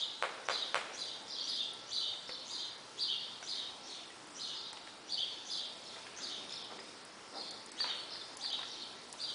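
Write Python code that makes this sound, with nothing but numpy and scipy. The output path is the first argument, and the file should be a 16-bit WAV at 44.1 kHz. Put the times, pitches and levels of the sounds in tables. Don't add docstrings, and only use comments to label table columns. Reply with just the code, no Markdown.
import sys
import numpy as np
from scipy import signal
from scipy.io import wavfile

SR = 44100
rng = np.random.default_rng(int(sys.argv[2]) if len(sys.argv) > 2 else 0)


def natural_amplitude(level_db):
    exponent = np.asarray(level_db, float) / 20
    return 10 ** exponent


def persist_wave(psi):
    counts = np.round(np.clip(psi, -1, 1) * 32767).astype(np.int16)
    wavfile.write(sys.argv[1], SR, np.atleast_2d(counts).T)


N = 411894
LEAD = round(.2 * SR)

# (time [s], peak level [dB], brightness [dB per octave])
PATS = [
    (0.225, -18.5, 3),
    (0.4867, -19.5, 3.5),
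    (0.7446, -17.5, 5),
]
# (time [s], peak level [dB], lowest frequency [Hz])
TICKS = [(1.733, -39, 9300), (2.779, -57, 6060), (4.271, -52, 5490), (4.73, -43.5, 5513),
         (6.643, -47, 9070), (6.794, -44, 8970), (7.05, -44.5, 8100), (7.509, -42, 5550),
         (7.661, -46, 5900), (7.718, -42, 5200), (8.37, -40.5, 5200), (8.527, -47, 6500),
         (9.127, -42, 5250)]

FIRST_HABIT = dict(lead_s=.058, lead_db=-21, top_hz=4950, sag=.885, second_hz=3950)
SECOND_HABIT = dict(lead_s=.038, lead_db=-19, top_hz=4850, sag=.91, second_hz=3850)
FAR_HABIT = dict(lead_s=.036, lead_db=-12, top_hz=5350, sag=.78, second_hz=4300)
FLUTTER_SHARE = .009
NEAR_TAIL_DB, FAR_TAIL_DB = 4.5, 5.5


def at_hz(points, hz):
    point_hz, value = np.transpose(points)
    return np.interp(np.log(hz), np.log(point_hz), value)


def band(x, low_hz, high_hz):
    return signal.sosfilt(signal.butter(2, [low_hz, min(high_hz, .45 * SR)], "band", fs=SR, output="sos"), x)


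def drift(rate):
    steps = rng.standard_normal(int(N / SR * 40) + 3)
    return np.interp(np.arange(N) / SR * min(rate, 40), np.arange(len(steps)), steps)


def ring(clicks, hz, t60):
    r = natural_amplitude(-60 / (t60 * SR))
    w = 2 * np.pi * hz / SR
    return signal.lfilter([0, np.sin(w)], [1, -2 * r * np.cos(w), r * r], clicks + 1e-18)


def clicks_at(seconds, db):
    train = np.zeros(N)
    train[np.round(np.asarray(seconds) * SR).astype(int)] = natural_amplitude(np.asarray(db))
    return train


def pats():
    # (frequency [Hz], width [Hz], level [dB])
    palm = [
        (481, 216, -7),
        (1300, 770, 2),
        (2370, 590, -7),
        (3260, 820, -11),
        (8000, 10000, -16.5),
    ]
    s, db, bright_db = np.transpose(PATS)
    settle = s + .0027 + rng.normal(0, .0003, len(s))
    out = np.zeros(N)
    for k, (hz, width_hz, level_db) in enumerate(palm):
        octaves = np.log2(hz / 1350)
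        train = clicks_at(s, db + level_db + bright_db * octaves + 5)
        train += clicks_at(settle, db + level_db - 9 * abs(octaves) - 16.5)
        out += (-1) ** k * ring(train, hz, np.log(1000) / (np.pi * width_hz))
    return band(out, 190, 15000)


def hooves():
    # (time [s], peak level [dB], pitch [Hz], length [s])
    hoof_falls = [(5.661, -56, 508, 0.031), (5.958, -48, 900, 0.024), (6.35, -51.5, 400, 0.077),
                  (6.7, -45, 600, 0.035), (6.758, -49, 400, 0.061), (7.321, -46.5, 464, 0.097),
                  (7.5, -59, 295.4, 0.067), (7.809, -58, 1700, 0.043), (7.837, -42.5, 1206, 0.087),
                  (8.579, -49, 1092, 0.059), (9.15, -71, 902, 0.057)]
    out = np.zeros(N)
    for s, db, hz, length in hoof_falls:
        start = round(s * SR)
        t = np.arange(round(.3 * SR)) / SR / length
        grains = natural_amplitude(2.5 * rng.standard_normal(len(t) // 128 + 1)).repeat(128)[:len(t)]
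        crunch = rng.standard_normal(len(t)) * grains
        puff = band(crunch, hz / 1.9, hz * 2.25) * np.sqrt(SR / hz / 4)
        swell = 4 * t * np.exp(-2.5 * t)
        out[start:][:len(t)] += (natural_amplitude(db) * puff * swell)[:N - start]
    return out


def tack_knocks():
    # (time [s], peak level [dB], pitch [Hz], snap level against the ring [dB])
    knock_list = [(2.137, -46.5, 1300, 2), (2.293, -34.5, 520, -2.5), (3.427, -41, 1510, 2),
                  (4.104, -46, 1940, -5), (4.73, -39.5, 874, -3), (4.772, -46, 1980, 4.5),
                  (4.874, -47.5, 1630, 3.5), (6.067, -44.5, 1665, 4), (6.187, -43.5, 1390, -4),
                  (6.539, -53, 991, 9), (6.79, -47, 1900, 4), (7.803, -37, 1780, -0.5),
                  (7.843, -32, 973, -2.5), (8.156, -55, 442, 12), (8.446, -47, 985, 6),
                  (8.535, -41, 850, -3), (8.59, -39.5, 1080, 0.5), (8.631, -37, 1340, 1),
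                  (9.139, -41.5, 950, -6)]
    out = np.zeros(N)
    t = np.arange(round(.04 * SR)) / SR
    for s, db, hz, snap_db in knock_list:
        snap = band(rng.standard_normal(len(t)) * natural_amplitude(-60 * t / 0.02), 440, 3100) * 3.2
        tone = np.sin(2 * np.pi * hz * t) * natural_amplitude(-60 * t / 0.04) * np.minimum(t / 0.00034, 1)
        out[round(s * SR):][:len(t)] += natural_amplitude(db - 1.5) * (tone + natural_amplitude(snap_db) * snap)
    return out


def tack_ticks():
    out = np.zeros(N)
    t = np.arange(round(.04 * SR)) / SR
    for s, db, low_hz in TICKS:
        sputter = rng.standard_normal(len(t)) * natural_amplitude(-60 * t / 0.015)
        out[round(s * SR):][:len(t)] += natural_amplitude(db + 8) * band(sputter, low_hz, 11000)
    return out


def chirp_shape(lead_s, lead_db, top_hz, sag, second_hz):
    rest_hz, knee_hz, end_hz = 2964, 3498, 2805
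    creep_hz = rest_hz * 1.09
    sweep_s, plateau_s, drop_s, close_s = .012, .03, .016, 0.00815
    pause_s, open_s, creep_s, climb_s, fall_s, trail_s = .02, .011, .015, .019, .013, .015
    shut_db, trail_db = -35, -8
    leap_db, top_db = -4.5, -3

    before_top = [-lead_s, open_s - lead_s, -2 * sweep_s, -sweep_s, 0]
    stages = [plateau_s, drop_s, close_s, pause_s, open_s, creep_s, climb_s, fall_s, trail_s]
    s = np.sort(np.r_[before_top, np.cumsum(stages)])
    hz = np.array([rest_hz, rest_hz, creep_hz, knee_hz, top_hz, top_hz * sag, knee_hz, creep_hz,
                   rest_hz, (rest_hz + creep_hz) / 2, creep_hz, second_hz, rest_hz, end_hz])
    level_db = np.array([shut_db, lead_db, lead_db, leap_db, top_db, -1.5, -1.5, shut_db,
                         shut_db, -4, -1.5, 1.5, trail_db, shut_db / 2])

    opened = s - np.where(s < s[8], s[1], s[9])
    flare_db = 3 - 301.5 * np.abs(opened) * (1 + 2 * (s > 0)) - 0.5 * (s > 0)
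    thinned_db = -8.5 + 40.5 * np.log2(hz / top_hz)
    return s, hz, level_db, np.maximum(flare_db, thinned_db)


def unit_flutter(low_hz, high_hz):
    noise = band(rng.standard_normal(LEAD + N), low_hz, high_hz)
    return noise / noise.std()


def sparrow(calls, habit, overtone_db, rough_db, wobble, waver):
    s, hz, level_db, octave_db = chirp_shape(**habit)
    out = np.zeros(LEAD + N)
    flutter, bend, rasp = unit_flutter(50, 200), unit_flutter(10, 40), unit_flutter(150, 600)
    for top, first_db, second_db, length, pitch in calls:
        start = round((top + s[0]) * SR)
        end = min(round((top + s[-1] * length) * SR), N)
        at = LEAD + np.arange(start, end)
        t = (at - LEAD) / SR - top
        t = np.where(t > 0, t / length, t)
        glide = pitch * np.interp(t, s, hz) * (1 + waver * bend[at] + wobble * flutter[at])
        phase = 2 * np.pi * np.cumsum(glide) / SR
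        effort_db = np.where(t < (s[7] + s[8]) / 2, first_db, second_db) + rough_db * flutter[at]
        held_back_db = overtone_db - (1 - 0.14) * (first_db + 37.5)
        voice = natural_amplitude(np.interp(t, s, level_db)) * np.sin(phase)
        voice += natural_amplitude(np.interp(t, s, octave_db) + held_back_db) * np.sin(2 * phase + .75 * rasp[at])
        out[at] += natural_amplitude(effort_db) * voice
    return out


def first_sparrow():
    # (first top [s], first syllable [dB], second syllable [dB], length factor, pitch factor)
    chirps = [
        (.511, -34.5, -40, 0.77, 0.99),
        (.987, -39, -44, 0.91, 1.0),
        (1.483, -34, -38.5, 0.97, 0.97),
        (1.929, -32, -35.5, 0.98, .98),
        (2.512, -37, -40, 0.86, 1.017),
        (3.485, -36, -39.5, 0.86, 1.0),
        (3.891, -43.5, -48, 0.63, .94),
        (4.405, -37.5, -41.5, 0.83, 0.96),
        (5.507, -35.5, -40, 0.79, 1),
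        (6.218, -40, -42, 0.94, 1),
    ]
    return sparrow(chirps, FIRST_HABIT, overtone_db=-10.5, rough_db=3.5, wobble=FLUTTER_SHARE, waver=0.02235)


def second_sparrow():
    # (first top [s], first syllable [dB], second syllable [dB], length factor, pitch factor)
    chirps = [
        (-.075, -38, -35, .82, 1.043),
        (3.001, -32.5, -33.5, 0.96, .97),
        (5.109, -35.5, -34.5, .79, 0.98),
        (7.799, -33.5, -38.5, .92, 0.96),
        (8.423, -37, -37, .92, .99),
        (9.209, -36, -40.5, .79, 1.016),
    ]
    return sparrow(chirps, SECOND_HABIT, overtone_db=-16.5, rough_db=4.5, wobble=FLUTTER_SHARE, waver=0.017)


def far_sparrows():
    # (first top [s], first syllable [dB], second syllable [dB], length factor, pitch factor)
    far_chirps = [
        (1.288, -43.5, -41, .85, 1.04),
        (2.28, -44.5, -50.5, 0.94, 1.0),
        (5.85, -49, -51, .6, 1.0),
        (6.51, -46, -51.5, .9, 1.0),
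        (8.685, -48.5, -46, 0.95, 1.01),
    ]
    pure_chirps = [
        (4.55, -43, -52, 0.87, 1.04),
        (7.357, -43.5, -51.5, .75, 1.03),
        (7.47, -48.5, -72, 0.73, .98),
        (8.105, -44.5, -60, 0.88, 1.05),
    ]
    far = sparrow(far_chirps, FAR_HABIT, overtone_db=-24.5, rough_db=6.0, wobble=0.024, waver=0.0222)
    pure = sparrow(pure_chirps, SECOND_HABIT, overtone_db=-42.0, rough_db=6.0, wobble=0.025, waver=0.016)
    return far + pure


def chips():
    # (time [s], level [dB], start pitch [Hz])
    chip_list = [(.022, -32.5, 3715), (.616, -34, 3900), (1.011, -38.5, 4100), (1.598, -34, 3697),
                 (5.221, -33.5, 3344), (6.163, -54, 6370), (6.232, -42, 4850), (6.272, -51, 4770),
                 (6.793, -49.5, 5100), (6.875, -54, 3850), (7.799, -30, 4750), (7.897, -36, 3820),
                 (8.207, -45.5, 3640)]
    out = np.zeros(N)
    sag = np.linspace(1, .94, round(.023 * SR))
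    for s, db, start_hz in chip_list:
        phase = 2 * np.pi * np.cumsum(start_hz * sag) / SR
        out[round(s * SR):][:len(sag)] += natural_amplitude(db) * np.hanning(len(sag)) * np.sin(phase)
    return out


def air(patchy_db):
    # (frequency [Hz], level [dB per Hz])
    air_spectrum = [(15, -63.5), (25, -20), (54, -18.5), (290, -3), (790, -3.5), (896, -3), (1040, -5.5),
                    (1340, -6.5), (2560, -11), (3210, -10.5), (4230, -10.5), (4560, -5), (6000, -15),
                    (9900, -18.5), (12900, -50), (21800, -120)]
    # (time [s], level [dB])
    air_level = [
        (0, -57),
        (5.6, -56),
        (6.201, -54.5),
        (7.1, -56),
        (8, -55),
        (9.34, -55),
    ]
    # (frequency [Hz], width [Hz], level [dB])
    hums = [
        (120.5, 8, -81.5),
        (885, 14, -71),
        (1342, 12.2, -69.5),
    ]
    edges = 22 * 2 ** np.arange(0, 9.1, 1 / 3)
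    white = rng.standard_normal((2, N))
    out = np.zeros(N)
    for k, (low, high) in enumerate(zip(edges, edges[1:])):
        band_db = at_hz(air_spectrum, min(np.sqrt(low * high), 9800)) + patchy_db * drift(9)
        out += natural_amplitude(band_db) * band(white[k % 2], low, high)
    level_db = np.interp(np.arange(N) / SR, *np.transpose(air_level))
    out = out / band(out, 200, 2000).std() * natural_amplitude(level_db + .6)
    for hz, width_hz, db in hums:
        hum = band(white[0][::-1], hz - width_hz / 2, hz + width_hz / 2)
        out += natural_amplitude(db) * hum / hum.std()
    return out


def rafters(echo_db):
    lag, size = rng.random((2, 5))
    return list(zip(.008 + .016 * (np.arange(5) + lag), echo_db + 8 * (size - .5)))


def hall(x, gap_s, rise_s, echoes, tail_db, early_db, lump_db):
    # (frequency [Hz], time to fall 60 dB [s])
    hall_t60 = [
        (200, 6.1),
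        (600, 1.13),
        (1500, 0.88),
        (4000, 1.32),
        (8000, 1),
    ]
    t = np.arange(round(1.4 * SR)) / SR
    white = rng.standard_normal((2, len(t)))
    edges = 100 * 2 ** np.arange(0, 7.1, .5)
    tail = np.zeros(len(t))
    for k, (low, high) in enumerate(zip(edges, edges[1:])):
        tail += band(white[k % 2], low, high) * natural_amplitude(-60 * t / at_hz(hall_t60, np.sqrt(low * high)))
    chance = rng.standard_normal(len(t) // 200 + 1).repeat(200)[:len(t)]
    lumps = natural_amplitude(lump_db * chance * np.exp(-t / .25))
    rise = np.clip((t - gap_s) / rise_s, 0, 1)
    tail = tail * lumps * rise * (1 + natural_amplitude(early_db) * np.exp(-t / 0.027))
    response = natural_amplitude(tail_db) * tail / np.sqrt(np.sum(tail ** 2))
    response[0] = 1
    for s, db in echoes:
        response[round(s * SR)] += natural_amplitude(db)
    return signal.fftconvolve(x, response)[len(x) - N:len(x)]


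def scene():
    wall_s = .0102
    slaps = hall(pats(), wall_s - .001, 0.00024, [(wall_s, -8)], tail_db=0.0, early_db=7.5, lump_db=2.0)
    horse = hall(tack_knocks() + hooves(), wall_s, 0.0023, [(wall_s, -9)],
                 tail_db=-7.5, early_db=-1.0, lump_db=-0.5)
    first = hall(first_sparrow(), 0.0041, 0.01, rafters(-9), NEAR_TAIL_DB, early_db=2.0, lump_db=6.5)
    second = hall(second_sparrow(), 0.002, 0.014, rafters(-11.5), NEAR_TAIL_DB, early_db=5.0, lump_db=4.5)
    far = hall(far_sparrows(), 0.006, 0.01, rafters(-10.0), FAR_TAIL_DB, early_db=-4.5, lump_db=5.0)
    calls = hall(chips(), 0.003, .01, rafters(-12.5), tail_db=-11.5, early_db=9.0, lump_db=8.0)
    birds = natural_amplitude(3.5) * calls + natural_amplitude(-5.5) * (first + second) + natural_amplitude(-6.0) * far
    mono = slaps + horse + birds + tack_ticks() + air(patchy_db=2.0)
    return np.array([mono, mono])


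def starved_treble(x, share, depth_db):
    hz, s, cells = signal.stft(x, SR, nperseg=256)
    luck = rng.random((len(hz) // 4 + 1, len(s) // 3 + 1))
    luck = luck.repeat(4, 0).repeat(3, 1)[:len(hz), :len(s)]
    clicks = np.r_[np.array(TICKS)[:, 0], np.array(PATS)[1:, 0]]
    until_click = clicks[:, None] - s
    ahead = np.any((until_click > .003) & (until_click < .014), axis=0)
    dropped = (luck < share + .55 * ahead) & (hz[:, None] > 5000)
    return signal.istft(cells * np.where(dropped, natural_amplitude(depth_db), 1), SR, nperseg=256)[1][..., :N]


def band_limit(x):
    return signal.sosfilt(signal.butter(12, 10740, fs=SR, output="sos"), x)


def record(dry):
    cut = signal.sosfilt(signal.ellip(12, .5, 60, 10150, fs=SR, output="sos"), dry)
    mix = starved_treble(cut, share=0.089, depth_db=-44)
    return band_limit(mix)


dry = scene()
out = record(dry)
persist_wave(out)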